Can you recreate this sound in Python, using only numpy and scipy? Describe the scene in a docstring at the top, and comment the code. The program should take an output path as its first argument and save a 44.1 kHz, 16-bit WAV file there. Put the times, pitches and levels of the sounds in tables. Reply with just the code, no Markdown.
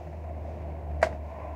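"""An engine drones past with sinking pitch over the tyre noise of a road behind an open gravel lot.
Close by, a heavy truck wheel rubs and bumps as it is tipped off a stack on a wooden pallet.
After a second it lands: the pallet rings with one hollow knock and a short rattle, boards crack,
grit is crushed, and nearby vehicles throw back a brief echo. More tyre noise swells at the end."""
import sys
import numpy as np
from scipy import signal
from scipy.fft import rfft, irfft, next_fast_len
from scipy.io import wavfile

SR = 44100
rng = np.random.default_rng(int(sys.argv[2]) if len(sys.argv) > 2 else 0)


def generate_wav(sig):
    """Save sig (samples, or channels by samples) to the path in sys.argv[1] as 16-bit PCM at SR."""
    pcm = np.round(np.clip(np.atleast_2d(sig).T, -1, 1) * 32767).astype(np.int16)
    wavfile.write(sys.argv[1], SR, pcm)


N = 68355
TIME = np.arange(N) / SR

# The wheel lands and the pallet rattles. 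Each row: start in seconds, knock level in dB,
# knock brightness in dB per octave, grit level in dB.
CONTACTS = [(1.0151, -49.5, 15, -49.5), (1.0244, -34.5, -1.5, -43), (1.0269, -7.5, 0, -32.5),
            (1.0395, -41.5, 13, -51), (1.0457, -24, -7, -55), (1.0604, -30, -6, -56),
            (1.0665, -19.5, -6.5, -67), (1.125, -29, -3.5, -65)]


def from_db(db):
    """Turn decibels into a gain."""
    return 10 ** (np.asarray(db) / 20)


def rms_one(x):
    """Scale a signal to an average power of 1."""
    return x / np.sqrt(np.mean(x ** 2) + 1e-20)


def in_time(rows):
    """Join rows of time in seconds and value with straight lines."""
    return np.interp(TIME, *np.transpose(rows))


def drift(rate_hz):
    """A slow random wobble, about 1 in size."""
    step, warm_up = 40, 2000
    pole = np.exp(-2 * np.pi * rate_hz * step / SR)
    noise = rng.standard_normal(N // step + warm_up + 2)
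    slow = signal.lfilter([1], [1, -2 * pole, pole * pole], noise)[warm_up:]
    return np.interp(np.arange(N) / step, np.arange(len(slow)), rms_one(slow))


def colour(x, spectrum):
    """Shape the tone by rows of frequency in Hz and relative level in dB; white noise keeps its power."""
    hz, db = np.transpose(spectrum)
    size = 2 * next_fast_len(N)
    bin_hz = np.arange(size // 2 + 1) * SR / size
    gain = rms_one(from_db(np.interp(np.log(bin_hz + 1), np.log(hz), db)))
    # Fold the filter so that it never rings ahead of the sound.
    cepstrum = irfft(np.log(gain))
    cepstrum[1:size // 2] *= 2
    cepstrum[size // 2 + 1:] = 0
    return irfft(rfft(x, size) * np.exp(rfft(cepstrum)))[:N]


def burst(start, attack, hold, t60):
    """A level that rises, holds, then falls 60 dB in t60; all times are in seconds."""
    age = TIME - start
    return np.clip(age / attack, 0, 1) * from_db(-60 * np.maximum(age - attack - hold, 0) / t60)


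def ring(start, hz, t60):
    """One tone struck through rubber: it swells as the rubber gives, then dies away."""
    give_cycles = 1.9
    age = np.maximum(TIME - start, 0)
    swell = 1 - np.exp(-(age * hz / give_cycles) ** 2)
    decay = np.exp(-np.log(1000) * np.minimum(age / t60, 10))
    return swell * decay * np.sin(2 * np.pi * hz * age)


def engine():
    """A passing exhaust drones at the firing rate and its multiples; one cylinder in four fires harder."""
    # The sinking pitch. Each row: time in seconds, firing rate in Hz.
    pitch = [(0, 78.81), (.25, 77.63), (.45, 77.06), (.55, 77.6), (.66, 75.89), (.95, 75.12), (1.1, 74.15),
             (1.55, 73.97)]
    # The lowest tone and its octave. Each row: time in seconds, level in dB.
    drone_level = [(0, -44), (.25, -37.5), (.48, -37), (.57, -40), (.68, -36), (.82, -39.5), (.93, -32),
                   (1.0, -32.8), (1.07, -38.5), (1.25, -37), (1.34, -44.5), (1.55, -37)]
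    octave_level = [(0, -67), (.08, -43.5), (.15, -55), (.28, -59.5), (.37, -53), (.47, -60), (.64, -48.5),
                    (.77, -50.5), (.9, -47), (1.0, -48.5), (1.19, -57.5), (1.55, -58.5)]
    # Higher tones. Each row: multiple of the firing rate, level against the lowest in dB, wobble in dB.
    overtones = [(3, -37.5, 8.5), (4, -24, 1.5), (5, -30, 7)]
    pitch_wander, throb_depth = 0.0046, 0.063
    firing_hz = in_time(pitch) * (1 + pitch_wander * drift(rate_hz=4.8))
    phase = 2 * np.pi * np.cumsum(firing_hz) / SR
    throb = 1 + throb_depth * np.sin(phase / 4)
    drone = np.sin(phase)
    for multiple, db, wobble_db in overtones:
        gain = from_db(db + wobble_db * drift(rate_hz=7.7))
        drone += gain * np.sin(multiple * phase + rng.uniform(0, 2 * np.pi))
    octave = from_db(in_time(octave_level)) * np.sin(2 * phase)
    return np.sqrt(2) * throb * (from_db(in_time(drone_level)) * drone + octave)


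def road():
    """Distant tyres roar over a faint hiss of air, and the next vehicle draws near."""
    # Tyres of the traffic and of the next vehicle. Each row: frequency in Hz, relative level in dB.
    traffic_tone = [(22, -27), (45, -5), (65, -9), (100, 6), (135, -4), (200, -1), (260, -4.5), (360, -5.5),
                    (470, -6.5), (560, -1.5), (630, 4), (710, 1), (810, -7), (1030, -11.5), (1250, -25.5),
                    (1600, -23.5), (2200, -23), (2600, -28), (3200, -39.5), (4200, -44.5), (6500, -64),
                    (10000, -58)]
    next_tone = [(300, -23.5), (520, -4.5), (650, 10), (820, -5.5), (1020, 2.5), (1260, -20), (1900, -15.5),
                 (2450, -18.5), (3100, -34), (6000, -59)]
    # How loud the two are. Each row: time in seconds, level in dB.
    traffic_level = [(0, -43.5), (.08, -46), (.18, -45), (.35, -43.5), (.5, -42.5), (.7, -41.5), (.84, -43),
                     (.97, -42.5), (1.12, -39), (1.2, -44.5), (1.35, -44), (1.55, -43.5)]
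    next_level = [(0, -72), (1.18, -60.5), (1.3, -45.5), (1.41, -41.5), (1.55, -45.5)]
    roar, approaching, air = rng.standard_normal((3, N))
    traffic = from_db(in_time(traffic_level)) * colour(roar, traffic_tone)
    next_vehicle = from_db(in_time(next_level)) * colour(approaching, next_tone)
    return traffic + next_vehicle + from_db(-78) * air


def whine():
    """A thin tone that fades into the traffic."""
    hz, start_db, fade_db_per_s, waver_db = 354, -52.5, 7, 0.5
    level_db = start_db - fade_db_per_s * TIME + waver_db * drift(rate_hz=7.9)
    return from_db(level_db) * np.sin(2 * np.pi * hz * TIME)


def heaving():
    """The tread rubs and scuffs over the stack, which shifts under the weight."""
    # Rubber sliding and catching. Each row: frequency in Hz, relative level in dB.
    rub_tone = [(400, -9), (2000, 3), (2700, 1.5), (3300, -9), (4500, -8.5), (6500, -10), (10000, -24.5)]
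    scuff_tone = [(300, -9.5), (1400, -4), (2100, 3), (2500, -3.5), (3200, -24), (6000, -26.5),
                  (12000, -39)]
    # How loud the rubbing is. Each row: time in seconds, level in dB.
    rub_level = [(0, -63.5), (.35, -71.5), (.5, -64), (.65, -69), (.85, -72), (1.05, -66.5), (1.15, -63),
                 (1.2, -72), (1.3, -65), (1.36, -67), (1.55, -68)]
    # Small scuffs, and soft bumps of the stack. Each row: start in seconds, level in dB.
    scuff_events = [(0.067, -54.5), (0.124, -56.5), (.238, -54.5), (0.289, -57), (0.614, -59.5),
                    (0.911, -56.5)]
    bump_events = [(.069, -29.5), (0.307, -32), (0.449, -34), (.487, -28.5), (.622, -43), (.888, -31)]
    # The stack's tones. Each row: pitch in Hz, relative level in dB, seconds to fade by 60 dB.
    stack_tones = [(162.3, -10.5, 0.13), (279, -11, 0.051), (651, 6, 0.023)]
    catching, sliding = rng.standard_normal((2, N))
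    rub = from_db(in_time(rub_level)) * colour(sliding, rub_tone)
    grip = sum(from_db(db) * burst(start, attack=0.0025, hold=0.0041, t60=0.053)
               for start, db in scuff_events)
    bumps = sum(from_db(db + tone_db) * ring(start, hz, t60)
                for start, db in bump_events for hz, tone_db, t60 in stack_tones)
    return rub + colour(grip * catching, scuff_tone) + bumps


def knock():
    """Every contact makes the wooden pallet ring, some brightly and some dully."""
    # The pallet's tones. Each row: pitch in Hz, relative level in dB, seconds to fade by 60 dB.
    pallet_tones = [(578, -2, .03), (645, 4, .04), (700, -9, .03), (975, -11, .055), (1130, -11, .03),
                    (1445, -15, .045), (1580, -14, .045), (1935, -8, .03), (2140, -20, .045),
                    (2350, -26, .06), (2600, -32, .06)]
    pivot_hz, spread_db = 646, 2
    wood = np.zeros(N)
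    for start, db, db_per_octave, _ in CONTACTS:
        for hz, tone_db, t60 in pallet_tones:
            tilt_db = db_per_octave * np.log2(hz / pivot_hz)
            level_db = db + tone_db + tilt_db + spread_db * rng.standard_normal()
            wood += from_db(level_db) * ring(start, hz, t60)
    return wood


def grit():
    """Each contact crushes grit into a dense spray of tiny cracks."""
    # The crunch. Each row: frequency in Hz, relative level in dB.
    grit_tone = [(40, -24), (150, -6), (400, -15), (600, -10), (850, -15), (1200, -6), (2000, -2),
                 (2600, -7), (3300, -18), (4300, -11), (7500, -15), (10500, -27), (15500, -37)]
    grains_per_s, spread_db = 6700, -0.5
    pressure = sum(from_db(db) * burst(start, attack=0.003, hold=0.00067, t60=0.031)
                   for start, _, _, db in CONTACTS)
    sizes = from_db(spread_db * np.minimum(rng.exponential(1, N), 4))
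    signs = rng.choice([-1, 1], N)
    cracks = rng.random(N) < grains_per_s / SR
    return colour(pressure * rms_one(sizes * signs * cracks), grit_tone)


def board_snaps():
    """Dry boards give short, bright cracks under the load."""
    # The cracks. Each row: start in seconds, level in dB.
    snap_events = [(1.0185, -60), (1.0256, -55), (1.036, -72), (1.043, -63)]
    # Their bright sound. Each row: frequency in Hz, relative level in dB.
    snap_tone = [(1500, -3), (3400, -7), (4300, -3), (5200, -20), (8000, 2), (10500, 0), (15500, -24)]
    strain = sum(from_db(db) * burst(start, attack=0.00073, hold=0.00083, t60=0.0082)
                 for start, db in snap_events)
    return colour(strain * rng.standard_normal(N), snap_tone)


def yard_echo():
    """The hardest contact scatters back from vehicles and ground as a brief wash of noise."""
    # The scattered sound. Each row: frequency in Hz, relative level in dB.
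    echo_tone = [(40, -15), (130, 4), (300, 3), (650, 3), (850, -3), (1200, -3), (2200, -3), (3200, -15),
                 (4500, -13), (7500, -20), (11000, -33), (15500, -42)]
    delay_s, level_db = 0.005, -31.5
    hardest_s = max(CONTACTS, key=lambda row: row[1])[0]
    envelope = burst(hardest_s + delay_s, attack=0.008, hold=0, t60=0.15)
    return from_db(level_db) * colour(envelope * rng.standard_normal(N), echo_tone)


def scene():
    """The wheel is heaved and lands in front of the traffic, in one channel."""
    wheel = heaving() + knock() + grit() + board_snaps() + yard_echo()
    return (wheel + engine() + whine() + road())[None]


def record(dry):
    """The highest treble is cut off steeply."""
    cutoff_hz = 15800
    return signal.sosfilt(signal.ellip(10, .1, 80, cutoff_hz, fs=SR, output="sos"), dry)


dry = scene()
out = record(dry)
generate_wav(out)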